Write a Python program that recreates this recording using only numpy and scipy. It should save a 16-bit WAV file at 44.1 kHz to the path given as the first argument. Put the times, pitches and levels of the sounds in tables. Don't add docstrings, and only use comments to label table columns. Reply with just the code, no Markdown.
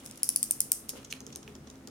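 import sys
import numpy as np
from scipy import signal
from scipy.fft import rfft, irfft
from scipy.io import wavfile
from scipy.ndimage import uniform_filter1d

SR = 44100
rng = np.random.default_rng(int(sys.argv[2]) if len(sys.argv) > 2 else 0)


def transcribe(u):
    v = np.clip(np.atleast_2d(u).T, -1, 1)
    q = np.round(v * 32767).astype(np.int16)
    wavfile.write(sys.argv[1], SR, q)


N = 83790
TIME = np.arange(N) / SR
BRIEF = TIME[:2048]
CLICK_COHERENCE = 0.35


def from_db(db):
    return 10 ** (np.asarray(db) / 20)


def rms_one(x):
    return x / np.sqrt(np.mean(x ** 2, axis=-1, keepdims=True) + 1e-20)


def at_hz(points, hz):
    freqs, values = np.transpose(points)
    return np.interp(np.log(hz), np.log(freqs), values)


def pan(db):
    return from_db([[db / 2], [-db / 2]])


def delayed(x, delay_s):
    size = 2 * N
    shift = np.exp(-2j * np.pi * np.fft.rfftfreq(size, 1 / SR) * delay_s)
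    return irfft(rfft(x, size) * shift, size)[..., :N]


def stereo_noise(size, coherence):
    mid, side = rng.standard_normal((2, size))
    return np.sqrt(1 + coherence) * mid + np.sqrt(1 - coherence) * side * [[1], [-1]]


def resonate(x, hz, width_hz):
    r = np.exp(-np.pi * width_hz / SR)
    return signal.lfilter([1, 0, -1], [1, -2 * r * np.cos(2 * np.pi * hz / SR), r * r], x + 1e-18)


def contact(rise_s, delay_s=0):
    age = np.maximum(BRIEF - delay_s, 0) / rise_s
    return age * np.exp(-age) + 1e-12


def ring(force, hz, width_hz):
    drift = np.cumsum(rng.standard_normal(len(BRIEF))) * np.sqrt(2 * np.pi * width_hz / SR)
    tone = np.sin(2 * np.pi * (hz * BRIEF + rng.random()) + drift)
    return rms_one(resonate(force * tone, hz, 3 * width_hz))


def clack(hz, width_hz):
    impulse = 1.0 * (BRIEF == 0)
    return rms_one(resonate(resonate(impulse, hz, width_hz), hz, width_hz))


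def drone(modes):
    out = 0
    for hz, db, width in modes:
        narrow = resonate(rng.standard_normal(N + SR), hz, width)
        out = out + from_db(db) * rms_one(resonate(narrow, hz, 2 * width)[SR:])
    return out


def add(track, start_s, db, sound):
    start = int(start_s * SR)
    scale = np.sqrt(.003 / BRIEF[-1])
    track[:, start:start + len(BRIEF)] += scale * from_db(db) * sound[:, :N - start]


EDGES_HZ = np.r_[np.geomspace(22, 2000, 15)[:-1], np.geomspace(2000, 17000, 15)]
# centre_hz, width_hz, filter
BANDS = [(np.sqrt(lo * hi), hi - lo, signal.butter(2, [lo, hi], "band", fs=SR, output="sos"))
         for lo, hi in zip(EDGES_HZ, EDGES_HZ[1:])]
# frequency_hz, coherence
COHERENCE = [(50, 0.9), (250, 0.91), (600, 0.54), (1500, 0.14), (5000, 0.069), (14000, 0.086)]

def coloured(force, spectrum, tilt_db=0, coherence=None):
    out = 0
    for hz, width, sos in BANDS:
        noise = stereo_noise(len(force), at_hz(COHERENCE, hz) if coherence is None else coherence)
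        if hz > spectrum[0][0] / 2:
            gain = from_db(at_hz(spectrum, hz) + tilt_db * np.log2(hz)) * np.sqrt(width)
            out = out + gain * rms_one(signal.sosfilt(sos, noise * force))
    return rms_one(out)


# pitch_hz, level_db, width_hz
HUM_MODES = [(71.75, -66.5, 6.3), (133.7, -64.5, 7.2), (220, -62.5, 14.6), (264.45, -59, 8.2),
             (334.7, -65.5, 4.6), (415, -71, 19)]
# frequency_hz, density_db
AIR_SPECTRUM = [(15, -44), (25, -2), (70, -5), (175, -3), (256, 0.5), (384, -24), (439, -6), (840, -15.5),
                (1160, -13), (1330, -17), (4370, -27), (6380, -25.5), (7310, -30), (7920, -27.5),
                (16000, -38)]

def background():
    return drone(HUM_MODES) + from_db(-54.5) * coloured(np.ones(N), AIR_SPECTRUM)


# time_s, level_db
GRIP_LEVELS = [(0, -53), (.03, -64), (.05, -48.5), (.12, -63), (.17, -65), (.23, -67), (1.9, -74.5)]
SLIDE_LEVELS = [(0, -58), (.88, -65), (.925, -73), (.937, -60.5), (.972, -49.5), (1.0, -53.5),
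                (1.04, -56.5), (1.09, -64), (1.15, -51.5), (1.24, -77), (1.29, -59), (1.4, -73),
                (1.5, -58.5), (1.6, -77), (1.68, -64), (1.8, -72), (1.9, -82.5)]
# frequency_hz, density_db
GRIP_SPECTRUM = [(400, 5.5), (1500, -18.5), (3500, -24), (6000, -2.5), (10000, -3), (13000, -11.5),
                 (16000, -13)]
SLIDE_SPECTRUM = [(100, -12.5), (250, 1), (400, -8.5), (520, -4), (800, -13), (1300, -6), (2000, -9),
                  (3100, -4.5), (4500, -12.5), (6000, -12), (10000, -14), (16000, -25)]

def rub(levels, spectrum, grain_db):
    roughness = rms_one(uniform_filter1d(rng.standard_normal(N), size=130))
    envelope = from_db(np.interp(TIME, *np.transpose(levels)))
    return envelope * coloured(from_db(grain_db * roughness), spectrum)


# start_s, level_db, rise_s
RATTLE_HITS = [(0.043, -57, 0.0014), (0.0604, -37, 0.00084), (0.096, -54, 0.00079), (0.111, -40, 0.00032),
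               (0.157, -50, 0.00066), (0.174, -43, 0.0014), (0.8860, -46, 0.0016), (0.892, -29, 0.00042),
               (0.8933, -33, 0.0047), (1.3586, -34.5, 0.00056)]
# frequency_hz, density_db
RATTLE_SPECTRUM = [(500, -17.5), (1700, -19.5), (2600, -10), (3100, -11), (3750, -6), (4500, -7), (5800, 4),
                   (7500, -2), (10000, 4), (13500, -7.5), (16500, -15.5)]

def rattles():
    out = np.zeros((2, N))
    for start_s, db, rise_s in RATTLE_HITS:
        add(out, start_s, db, coloured(contact(rise_s), RATTLE_SPECTRUM, coherence=CLICK_COHERENCE))
    return out


def snap_force(rebound_db, rise_s=0.0004):
    return contact(rise_s) + from_db(rebound_db) * contact(rise_s, delay_s=0.0012)


# start_s, case_db, blade_db, blade_pitch_hz, rebound_db,
# tilt_db_per_octave, handle_db, knock_db, wash_db
NOTCHES = [(0.2312, -23.5, -19, 10010, -4.5, -1.5, -32, -61, -35),
           (0.29, -23, -17.5, 10110, -4.5, -1.5, -33, -63, -38),
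           (0.3604, -24.5, -17, 9960, -5, 0, -32, -55, -38.5),
           (0.4290, -25, -18.5, 9300, -10, 1, -37, -57, -37.5),
           (0.5092, -21, -19, 9170, -6, 0.5, -46, -53.5, -37.5),
           (0.6042, -18.5, -20, 9050, -4, 1, -39, -49, -37),
           (0.7176, -16.5, -19, 8610, 2, 1, -43.5, -39.5, -34)]
# frequency_hz, density_db
CASE_SPECTRUM = [(400, -50), (1500, -21), (2700, -10.5), (3700, -20.5), (5200, -6.5), (6800, -1.5),
                 (8500, -4), (10600, 8), (12800, 2), (15300, -3), (16500, -4)]

def case_cracks():
    out = np.zeros((2, N))
    for start_s, db, _, _, rebound_db, tilt_db, *_ in NOTCHES:
        crack = coloured(snap_force(rebound_db), CASE_SPECTRUM, tilt_db, CLICK_COHERENCE)
        add(out, start_s, db, pan(-1.5) * crack)
    return out


def blade_rings():
    out = np.zeros((2, N))
    for start_s, _, db, hz, rebound_db, *_ in NOTCHES:
        add(out, start_s, db, pan(2.5) * ring(snap_force(rebound_db), hz, width_hz=740))
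    return out


# frequency_hz, density_db
KNOCK_SPECTRUM = [(200, 6), (500, -5), (1200, 9), (2500, -25), (4000, 4.5)]

def handle_knocks():
    out = np.zeros((2, N))
    for start_s, *_, rebound_db, _, handle_db, knock_db, _ in NOTCHES:
        add(out, start_s, handle_db, pan(-7) * ring(snap_force(rebound_db), hz=5395, width_hz=710))
        add(out, start_s, knock_db, coloured(contact(rise_s=0.00038), KNOCK_SPECTRUM))
    return out


# frequency_hz, density_db
WASH_SPECTRUM = [(1500, -35), (2700, -13), (3800, -19), (4800, -4), (6000, 3.5), (7500, -0.5), (9000, 7),
                 (10500, 6.5), (12500, 1), (15300, -2), (16500, -23)]

def wash(t60_s=0.32, rise_s=0.00077):
    power = 0
    for start_s, *_, db in NOTCHES:
        age = np.maximum(TIME - start_s, 0)
        envelope = from_db(db - 60 * age / t60_s) * (1 - np.exp(-age / rise_s))
        power = power + envelope ** 2
    return np.sqrt(power.mean()) * coloured(np.sqrt(power) + 1e-12, WASH_SPECTRUM)


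# pitch_hz, level_db, width_hz
HELD_BOX_MODES = [(74.6, -61.5, 6.6), (140, -64, 29), (217.4, -62, 19.4), (400, -64, 75)]

def box_drone(midpoint_s=0.84, rise_s=0.13):
    hold = np.clip((TIME - midpoint_s) / rise_s + .5, 0, 1)
    return hold * drone(HELD_BOX_MODES)


def slider_ping():
    out = np.zeros((2, N))
    add(out, start_s=0.8922, db=-34, sound=pan(2.5) * clack(hz=13800, width_hz=510))
    return out


# start_s, level_db, rise_s
HAND_BUMPS = [(0.9312, -41, 0.0023), (.9500, -44, 0.0032), (.9690, -50.5, 0.002)]
# frequency_hz, density_db
BUMP_SPECTRUM = [(200, -16), (340, 9.5), (560, 5.5), (800, -7), (1400, -7), (2200, -23), (4000, -25)]

def bumps():
    out = np.zeros((2, N))
    for start_s, db, rise_s in HAND_BUMPS:
        add(out, start_s, db, coloured(contact(rise_s), BUMP_SPECTRUM))
    return out


# start_s, level_db, rise_s, tilt_db_per_octave, thud_db
TAPE_PICKS = [(1.0456, -41.5, 0.0021, 5, -53), (1.1018, -40, 0.0039, 4, -67),
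              (1.1085, -38.5, 0.0036, 8, -70), (1.1251, -40, 0.00038, 20, -68),
              (1.2050, -44, 0.00018, 7.5, -45), (1.266, -42.5, 0.00012, 9, -44),
              (1.325, -43, 0.0024, 1, -69), (1.3515, -46.5, 0.00035, 2, -48.5),
              (1.3585, -43.5, 0.00025, 3, -43), (1.4281, -48, 0.0014, 1.5, -55),
              (1.4768, -51.5, 0.00056, -2.5, -44.5), (1.5514, -46, 0.0012, 0.5, -47),
              (1.6700, -48, 0.0031, -1, -77), (1.6997, -45, 0.0012, 3, -50),
              (1.7555, -56, 0.00079, 2.5, -76), (1.8735, -40, 0.00048, 6.5, -42.5)]
# frequency_hz, density_db
TAPE_SPECTRUM = [(900, -7), (2200, -19), (3600, -5.5), (4600, -15.5), (6000, -1), (7500, -16), (9500, -20),
                 (13000, -31.5), (16500, -52)]
THUD_SPECTRUM = [(120, -14), (260, 4), (400, 5), (560, -6), (700, -18), (1400, -10.5), (2500, -25)]

def picks():
    out = np.zeros((2, N))
    for start_s, db, rise_s, tilt_db, thud_db in TAPE_PICKS:
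        add(out, start_s, db, coloured(contact(rise_s), TAPE_SPECTRUM, tilt_db, CLICK_COHERENCE))
        sharpness = 1 / (1 + rise_s / 0.00051)
        add(out, start_s, db - 1.5, sharpness * pan(0) * clack(hz=6100, width_hz=1200))
        add(out, start_s, thud_db, coloured(contact(rise_s=0.0036), THUD_SPECTRUM))
    return out


# start_s, level_db, tilt_db_per_octave
CARDBOARD_POPS = [(1.1261, -31, 0), (1.4779, -43.5, -12.5)]
# pitch_hz, level_db, width_hz
CARDBOARD_MODES = [(1890, -15.5, 470), (2440, -3.5, 620), (2740, -5, 580), (4040, -7.5, 460),
                   (6860, -18, 1300), (9600, -12, 1700)]

def pops(pivot_hz=2440):
    out = np.zeros((2, N))
    for start_s, db, tilt_db in CARDBOARD_POPS:
        for hz, mode_db, width in CARDBOARD_MODES:
            level_db = db + mode_db + tilt_db * np.log2(hz / pivot_hz)
            add(out, start_s, level_db, pan(-6.5) * clack(hz, width))
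    return out


# frequency_hz, gain_db
ROOM_GAINS = [(300, 5.5), (1500, -14), (3200, -11), (5300, -4.5), (7500, -8.5), (10000, -9.5),
              (14500, -16.5)]

def room(x, onset_s=0.00096):
    t, response = TIME[:SR // 2], 0
    for hz, width, sos in BANDS:
        t60_s = np.interp(hz, [4000, 12000], [0.3, 0.33])
        decay = from_db(-60 * t / t60_s) * (t > onset_s)
        tail = signal.sosfilt(sos, stereo_noise(len(t), at_hz(COHERENCE, hz)) * decay)
        gain = from_db(at_hz(ROOM_GAINS, hz)) * np.sqrt(2 * width / SR / len(t))
        response = response + gain * rms_one(tail)
    return signal.fftconvolve(x, response, axes=1)[:, :N]


def scene():
    cracks = case_cracks()
    body = handle_knocks() + rattles() + slider_ping()
    rings = blade_rings()
    box = picks() + bumps() + pops()
    left, right = cracks + body + rings
    direct = np.array([left, delayed(right, delay_s=0.0000205)]) + box
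    wall = from_db(-14.5) * delayed(direct, delay_s=0.011)
    reverb = wash() + room(from_db(-0.5) * body + from_db(-5.5) * rings + from_db(-2.5) * box)
    grip = rub(GRIP_LEVELS, GRIP_SPECTRUM, grain_db=4.5)
    slide = rub(SLIDE_LEVELS, SLIDE_SPECTRUM, grain_db=3.0)
    return direct + wall + reverb + grip + slide + box_drone() + background()


def record(dry):
    dry = signal.sosfilt(signal.butter(2, 40, "high", fs=SR, output="sos"), dry)
    return signal.sosfilt(signal.ellip(10, .2, 70, 16300, fs=SR, output="sos"), dry)


dry = scene()
out = record(dry)
transcribe(out)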